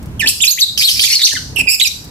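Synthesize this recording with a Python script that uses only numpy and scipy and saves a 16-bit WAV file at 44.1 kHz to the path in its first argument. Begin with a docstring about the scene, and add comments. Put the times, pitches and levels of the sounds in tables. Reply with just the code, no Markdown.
"""Faint hiss, a low rumble and two claw scratches come first; then two small parrots chatter and shriek.
They sit in a wire cage in a hard-walled room, and feet knock softly on perch and nest box.
Each syllable is a harmonic series on a gliding pitch, with beats, jitter and chaotic noise for roughness.
Early echoes and a reverberant tail follow the voices; gain control ducks the whole scene when it is loud."""
import sys
import numpy as np
from scipy import signal
from scipy.fft import rfft, irfft
from scipy.io import wavfile
from scipy.ndimage import uniform_filter1d, map_coordinates

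SR = 44100
rng = np.random.default_rng(int(sys.argv[2]) if len(sys.argv) > 2 else 0)


def dump_mix(stems):
    """Bounce the given channels to the path in sys.argv[1] as a 16-bit WAV at rate SR."""
    frames = np.atleast_2d(stems).T  # one column per channel
    limited = np.clip(frames, -1, 1)  # hard clip at full scale
    pcm = np.round(limited * 32767).astype(np.int16)
    wavfile.write(sys.argv[1], SR, pcm)


N = 92610  # samples, 2.1 s


def amp(db):
    """Level law: 20 dB is a factor of ten in amplitude."""
    return 10 ** (np.asarray(db) / 20)


def evened(x):
    """Normalization to unit rms."""
    return x / np.sqrt(np.mean(x ** 2) + 1e-20)


def read(points, hz):
    """Frequency response interpolated on a logarithmic frequency axis."""
    f, value = np.transpose(points)
    return np.interp(np.log(hz + 1), np.log(f + 1), value)


def add(mix, s, sound):
    """Superposition: a sound starting at s seconds adds to the mix in place."""
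    part = mix[round(s * SR):][:len(sound)]
    part += sound[:len(part)]


def high_pass(x, order, hz):
    """Butterworth high-pass: what lies below the corner is attenuated."""
    return signal.sosfilt(signal.butter(order, hz, "high", fs=SR, output="sos"), x)


def wobble(count, width_hz):
    """Random modulation: noise through two equal one-pole low-passes with this corner, unit rms."""
    r = np.exp(-2 * np.pi * width_hz / SR)
    two_poles = np.convolve([1, -r], [1, -r])
    settled = signal.lfilter([1], two_poles, rng.standard_normal(count + 400))[400:]
    return evened(settled)


def first_bird():
    """Voiced source of the first bird: eleven syllables, each with its own roughness and direction."""
    # pitch glides, one list per syllable: (time [s], pitch [Hz], level [dB], harmonic slope [dB/octave])
    song = [
        [(0.193, 3324, -24.5, -2.5), (0.205, 2740, -14.5, -5), (0.219, 1987, -20, -10),
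         (0.225, 1790, -20.5, -17.5), (0.239, 1734, -18.5, -17), (0.252, 1820, -18, -18)],
        [(0.257, 2546, -17, -4.5), (0.271, 2542, -18.5, -18), (0.273, 3262, -3, -3.5), (0.275, 4040, -1, -2.5),
         (0.279, 4724, -10.5, -7), (0.287, 5195, -8, -11), (0.289, 3630, -1, 9), (0.291, 2617, -6.5, -1.5),
         (0.315, 2570, -21.5, 4)],
        [(0.403, 2542, -5.5, -31), (0.411, 3444, -21.5, -9), (0.425, 3776, -3, 4), (0.433, 3340, -9, -13),
         (0.441, 2522, -4, -34), (0.445, 2208, -11.5, 13), (0.457, 3594, -11, -3), (0.465, 2703, -20, 2),
         (0.474, 2473, 0, -2.5)],
        [(0.476, 3966, 3, -12), (0.488, 4275, -12, 1.5), (0.506, 4485, -13.5, 4), (0.51, 6216, -11.5, 18),
         (0.512, 6795, -8, -2), (0.522, 6440, -13.5, 12), (0.545, 6500, -20, -3)],
        [(0.574, 1774, -20.5, -27), (0.584, 2288, -20.5, -34), (0.592, 3557, -13, -2.5), (0.6, 4750, -26, 9),
         (0.603, 6360, -10.5, -1), (0.608, 6265, -16, 0), (0.612, 4790, -7.5, -4), (0.617, 4410, -3, -12),
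         (0.624, 3783, -5.5, -3), (0.636, 3858, 1, -17), (0.639, 4140, -17, -5), (0.649, 4100, -14, -3)],
        [(0.808, 2460, -5, 8), (0.81, 2365, -14.5, -1.5), (0.838, 3707, -12, -9), (0.85, 4251, -9.5, 2.5),
         (0.87, 4170, -17, 0), (0.876, 3899, -10, -2), (0.886, 3270, -9, -15.5), (0.896, 2896, -14.5, 9),
         (0.908, 2810, -22, 6), (0.925, 2880, -22, 3)],
        [(1.034, 1817, -9, -2), (1.044, 2230, -13.5, -3.5), (1.054, 2375, -11.5, 1.5), (1.06, 6380, -10, -3),
         (1.064, 6600, -18, -3), (1.066, 4570, -12, -5), (1.07, 2760, -16.5, -0.5), (1.084, 2125, -16, -4)],
        [(1.083, 2156, -10, 6), (1.095, 2200, -15.5, -3), (1.117, 2193, -14.5, -7), (1.145, 2222, -14, -4),
         (1.147, 2840, -8.5, -1), (1.151, 4305, -15.5, 6), (1.153, 5110, -3.5, -2), (1.157, 4284, -6, -24),
         (1.188, 4360, -21, 1)],
        [(1.215, 3446, -21, -8), (1.235, 3628, -6, -6), (1.239, 4262, 2.5, -32), (1.245, 4285, -8.5, 6),
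         (1.249, 6097, -3.5, -31), (1.255, 5862, -3, -19), (1.269, 3310, -10.5, -5), (1.275, 2280, -8.5, -0.5),
         (1.287, 1990, -17, -8)],
        [(1.35, 2176, -8.5, -4), (1.356, 2016, -22, -11.5), (1.37, 1530, -17, -15), (1.385, 1372, -29, -6)],
        [(1.796, 2780, -17, -10), (1.8, 3730, -6, -1.5), (1.806, 2366, -16.5, -6.5), (1.813, 2086, -9, -7.5),
         (1.816, 3931, -3.5, -18.5), (1.837, 3848, -11, 2.5), (1.843, 2960, -16.5, -9),
         (1.854, 2494, -13, -4.5), (1.872, 2286, -14.5, 0), (1.876, 5900, -10, -8), (1.883, 5810, -27, -10),
         (1.889, 5800, -48, -15)],
    ]
    # one value per syllable: (roughness [0-1])
    roughs = [.08, .3, .12, .15, .09, .42, .2, .22, .18, .08, .11]
    # depth of the beat in each syllable: (depth [0-1])
    flutters = [.2, .7, .2, .45, .2, .6, .3, .4, .6, .2, .1]
    # how much the beak lifts the second harmonic: (gain [dB])
    seconds_db = [-8.5, -0.5, 6.5, -6.5, -2.5, 0.5, 2.5, 1, 4, -4.5, 0.5]
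    # direct sound, left minus right, as the head turns: (level difference [dB])
    pans_db = [-11.5, -3.5, -9, -15.5, 4, 2, -12, -3, -3, 0, -14]
    # direct sound, how much later it reaches the left ear: (delay [s])
    lags_s = [-.00007, -.00009, -.00009, -.00009, -.00009, -.00018, -.00005, -.00005, -.00005, .00003,
              .00032]
    return bird(song, roughs, flutters, seconds_db, pans_db, lags_s)


def second_bird():
    """Voiced source of the second bird: nine syllables by the same principle."""
    # pitch glides, one list per syllable: (time [s], pitch [Hz], level [dB], harmonic slope [dB/octave])
    song = [
        [(0.774, 3000, -2.5, -28), (0.782, 2600, -16, 10), (0.804, 2367, -12.5, -2), (0.84, 2384, -20, 13)],
        [(0.872, 2006, -35, 3.6), (0.896, 2073, -12, 4.7), (0.922, 2630, -17, 4), (0.945, 2687, -18.5, 2.7),
         (0.963, 2450, -20, -1.7), (0.985, 2350, -14.5, -0.4)],
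        [(0.992, 2019, -2, -16), (1.002, 4750, -13, -9), (1.02, 4800, -3, -5), (1.026, 3450, -13.5, -5),
         (1.042, 3424, -9.5, -5), (1.052, 3440, -9, -18)],
        [(1.1, 2630, -8, -6), (1.116, 2798, -20, 13), (1.138, 2906, -2.5, -7.5)],
        [(1.19, 2230, -11.5, -6), (1.208, 2004, -23, -12.5), (1.222, 2005, -3.5, 3)],
        [(1.289, 2650, -2, 4), (1.295, 3840, -15, -10), (1.305, 3454, -27.5, 6), (1.312, 2530, 0, -9.5)],
        [(1.314, 1907, -34, -11), (1.332, 1635, -13, -3), (1.338, 1790, -52, -13)],
        [(1.558, 3000, -23.5, 3), (1.571, 2718, -16.5, -14.5), (1.594, 2654, -15.5, -1.5),
         (1.599, 2637, -11.5, -13), (1.613, 2588, -9, -6.5), (1.622, 2530, -53, -15)],
        [(1.668, 2490, -24, -14), (1.678, 2455, -6, -25.5), (1.694, 2355, -9.5, -0.5), (1.716, 2620, -11.5, 1),
         (1.735, 2581, -13, 0), (1.748, 2420, -13.5, 0.5), (1.758, 2440, -26, -2)],
    ]
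    # one value per syllable: (roughness [0-1])
    roughs = [.55, .6, .6, .2, .45, .25, .3, .25, .13]
    # depth of the beat in each syllable: (depth [0-1])
    flutters = [.5, .5, .5, .4, .4, .3, .3, .35, .6]
    # how much the beak lifts the second harmonic: (gain [dB])
    seconds_db = [10, 10.5, 3.5, 10, 9, 6, -20, -12.5, 2]
    # direct sound, left minus right, as the head turns: (level difference [dB])
    pans_db = [-7.5, -4.5, -5, 1, -2, -5, 1, -15.5, -10]
    # direct sound, how much later it reaches the left ear: (delay [s])
    lags_s = [-.00018, -.00018, -.00018, -.00005, -.00005, .00003, .00003, .00034, .00034]
    return bird(song, roughs, flutters, seconds_db, pans_db, lags_s)


def bird(song, roughs, flutters, seconds_db, pans_db, lags_s):
    """Direct and reflected sound: ear differences place the voice; the small throat passes no lows."""
    direct_db, throat_floor_hz = 1, 1230
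    paths = np.zeros((3, N))  # direct left, direct right, feed to the room
    for rows, rough, flutter, second_db, pan_db, lag in zip(song, roughs, flutters, seconds_db, pans_db, lags_s):
        voice = syllable(rows, rough, flutter, second_db)
        start = rows[0][0]
        add(paths[0], start + lag, amp(direct_db + pan_db / 2) * voice)
        add(paths[1], start, amp(direct_db - pan_db / 2) * voice)
        add(paths[2], start, voice)
    paths = high_pass(paths, 6, throat_floor_hz)
    return paths[:2] + room(paths[2])


def syllable(rows, rough, flutter, second_db):
    """Harmonic series under amplitude and frequency modulation; roughness turns it towards chaos."""
    # resonance of the throat: (frequency [Hz], gain [dB])
    throat = [(1200, -19), (2500, 1.5), (4200, 7), (6000, 1.5), (7600, 3), (9500, -3.5), (12500, 0.5),
              (15500, -19)]
    # relative spectrum of the chaotic part of the voice: (frequency [Hz], level [dB])
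    screech = [(880, -69), (1500, -53), (2570, -23), (3200, -10), (4300, 7.5), (5300, 9), (6800, -10),
               (9990, -2.5), (12100, -2.5), (15500, -10)]
    beat_hz, beat_drift = 225, .15  # second beat of the voice box, slower than the pitch
    warble = .035  # share by which a full beat also bends the pitch
    # the following hold at full roughness
    jitter_hz, shimmer, rasp_share, rasp_width_hz = 280, .8, 1.1, 270
    screech_db = 3  # against the harmonics
    edge_s = 0.0036

    s, hz, db, slope = np.transpose(rows)
    t = np.arange(s[0], s[-1], 1 / SR)
    n = len(t)
    hz, db, slope = np.interp(t, s, hz), np.interp(t, s, db), np.interp(t, s, slope)

    beat_rate = beat_hz * (1 + beat_drift * wobble(n, 49))
    beat = np.cos(2 * np.pi * (rng.random() + np.cumsum(beat_rate) / SR))
    pitch = hz * (1 + warble * flutter * beat) + jitter_hz * rough * wobble(n, 244)
    phase = 2 * np.pi * np.cumsum(pitch) / SR

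    voice, power = np.zeros(n), np.zeros(n)
    for k in range(1, 9):
        gain_db = slope * np.log2(k) + read(throat, k * hz) + second_db * (k == 2)
        gain = amp(gain_db) * (k * hz < .4 * SR)  # mute harmonics near the Nyquist limit
        width = rasp_width_hz * np.sqrt(k)
        # narrow-band noise centred on the harmonic
        rasp = wobble(n, width) * np.cos(k * phase) + wobble(n, width) * np.sin(k * phase)
        share = np.clip(rasp_share * rough * k, 0, 1)  # higher harmonics are noisier
        tone = np.sqrt(2) * np.cos(k * phase + k * k)
        voice += gain * (np.sqrt(1 - share ** 2) * tone + share * rasp)
        power += gain ** 2

    noise_bins = rfft(rng.standard_normal(n))
    chaos = evened(irfft(noise_bins * amp(read(screech, np.fft.rfftfreq(n, 1 / SR))), n))
    voice = voice / np.sqrt(power) + amp(screech_db) * rough ** 2 * chaos
    swell = (1 + flutter * beat) * np.exp(shimmer * rough * wobble(n, 220) / 4)
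    edge = np.clip(np.minimum(t - s[0], s[-1] - t) / edge_s, 0, 1)
    return edge * amp(db) * swell * voice


def room(x):
    """Reverberation: early echoes from cage and wall, then sparse taps decaying band by band per ear."""
    # reverberation time: (frequency [Hz], t60 [s])
    decay = [(1500, 0.29), (3000, 0.35), (5000, 0.49), (8000, 0.45), (14000, 0.47)]
    # early reflections, one list per ear: (delay [s], level [dB])
    echoes = [
        [(.0011, -9), (.0034, -4.5), (.0072, -1)],
        [(.0016, -6.5), (.0029, -2.5), (.0088, -4)],
    ]
    tail_db = -4
    # slow random delay wobble that blurs the pitch of the late reverberation
    delay_wobble_s, delay_wobble_hz = .0001, 60

    taps = np.zeros((2, SR))
    # one tap at a random place in every 20 samples, with random sign
    at = np.arange(400, SR - 20, 20) + rng.integers(0, 20, (2, (SR - 401) // 20))
    np.put_along_axis(taps, at, rng.choice([-1., 1.], at.shape), 1)
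    hz, t, z = signal.stft(taps, SR, nperseg=256)
    t60 = np.maximum(read(decay, hz), .05)[:, None]
    tail = signal.istft(z * amp(-60 * t / t60), SR, nperseg=256)[1]
    tail *= amp(tail_db) / np.linalg.norm(tail[0])

    late = signal.fftconvolve(x[None], tail, axes=1)[:, :N]
    for ear in late:
        read_at = np.arange(N) + delay_wobble_s * SR * wobble(N, delay_wobble_hz)
        ear[:] = map_coordinates(ear.copy(), [read_at], order=3)
    early = np.zeros((2, 1000))
    for ear, reflections in zip(early, echoes):
        for s, db in reflections:
            add(ear, s, amp([db]))
    return late + signal.fftconvolve(x[None], early, axes=1)[:, :N]


def knocks():
    """Modal ringing: soft blows of feet on perch and nest box excite damped modes of the wood."""
    # blows: (time [s], level [dB])
    blows = [(0.244, -28), (0.26, -29.5), (1.335, -29), (1.559, -38.5), (1.587, -26), (1.617, -28.5),
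             (1.66, -33)]
    # modes of the wood: (frequency [Hz], relative level [dB], t60 [s])
    modes = [(266.3, 7, 0.27), (405, 11, 0.031), (625, 6.5, 0.031), (893, 9, 0.034), (1516, -11, 0.16)]
    out, t = np.zeros(N), np.arange(5000) / SR
    onset = np.minimum(t / 0.0013, 1)
    for s, db in blows:
        ring = np.zeros(len(t))
        for hz, mode_db, t60 in modes:
            ring += amp(mode_db - 60 * t / t60) * np.sin(2 * np.pi * (hz * t + rng.random()))
        add(out, s, amp(db) * onset * ring / 2)
    return out


def ticks():
    """Friction transients: claws on the perch give short, exponentially decaying bright noise."""
    # scratches: (time [s], relative level [dB])
    scratches = [(0.0273, -30.5), (0.058, -32), (2.044, -28)]
    floor_hz, decay_s = 3850, 0.0076
    out, t = np.zeros(N), np.arange(1500) / SR
    for s, db in scratches:
        add(out, s, amp(db) * np.exp(-t / decay_s) * rng.standard_normal(len(t)) / 2)
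    return high_pass(out, 2, floor_hz)


def hush():
    """Partly coherent stereo noise: faint hiss, and a low rumble that swells and sinks."""
    # relative spectrum of the background: (frequency [Hz], level [dB])
    spectrum = [(12, -27), (20, -8.5), (98, 3.5), (581, -21), (1170, -25), (2150, -29), (3860, -35),
                (4190, -35), (15500, -42.5)]
    # left-right correlation: (frequency [Hz], coherence [-1 to 1])
    coherence = [(60, 1), (380, 0.77), (2380, -0.48), (15000, -0.18)]
    # course of the low rumble, relative to its mean: (time [s], level [dB])
    rumble = [(0.0, -27), (0.22, -26.5), (0.54, -41.5), (0.788, -31.5), (0.86, -46), (0.969, -30.5),
              (1.29, -44.5), (1.33, -33), (1.65, -24.5), (1.72, -40), (2.1, -32)]
    level_db, rumble_mean_db, rumble_top_hz = -26.5, -29.5, 820

    frames, hz = N // 256 + 5, np.fft.rfftfreq(1024, 1 / SR)
    a, b, c, d = rng.standard_normal((frames, 513, 4)).T
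    same = np.clip(read(coherence, hz), -1, 1)[:, None]
    left = a + 1j * b
    right = same * left + np.sqrt(1 - same ** 2) * (c + 1j * d)
    z = np.array([left, right]) * amp(read(spectrum, hz))[:, None]

    s, db = np.transpose(rumble)
    swell_db = np.interp(np.arange(frames) * 256 / SR, s, db) - rumble_mean_db
    low_share = 1 / (1 + (hz[:, None] / rumble_top_hz) ** 2)  # the swell fades out towards the treble
    z *= amp(swell_db * low_share) / np.sqrt(np.mean(abs(z) ** 2))
    noise = signal.istft(z, nperseg=1024, noverlap=768)[1][:, :N]
    return amp(level_db) * noise / np.sqrt(340)


def scene():
    """Linear superposition of both birds, the knocks, the scratches and the background."""
    return first_bird() + second_bird() + knocks() + ticks() + hush()


def record(dry):
    """Dynamic compression: bass roll-off, quick ducking with slow recovery, hard ceiling, band limit."""
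    bass_floor_hz, treble_top_hz, ceiling = 35, 15600, .94
    knee_db, squeeze = -15, 0.43  # squeeze: share of the excess level that is taken away
    follower_fall = 68.5  # dB per second, of the tracked level
    dry = high_pass(dry, 2, bass_floor_hz)
    power_db = 10 * np.log10(abs(uniform_filter1d((dry ** 2).mean(0), 300)) + 1e-12)
    # a peak follower: rises at once, falls at a steady rate
    fall = np.arange(N) * follower_fall / SR
    tracked_db = np.maximum.accumulate(power_db + fall) - fall
    over_db = np.maximum(tracked_db - knee_db, 0)
    ducked = dry / amp(squeeze * uniform_filter1d(over_db, 200))
    clipped = np.clip(ducked, -ceiling, ceiling)
    low_pass = signal.firwin(511, treble_top_hz, window=("kaiser", 9), fs=SR)
    return signal.oaconvolve(clipped, low_pass[None], "same")


dry = scene()
out = record(dry)
dump_mix(out)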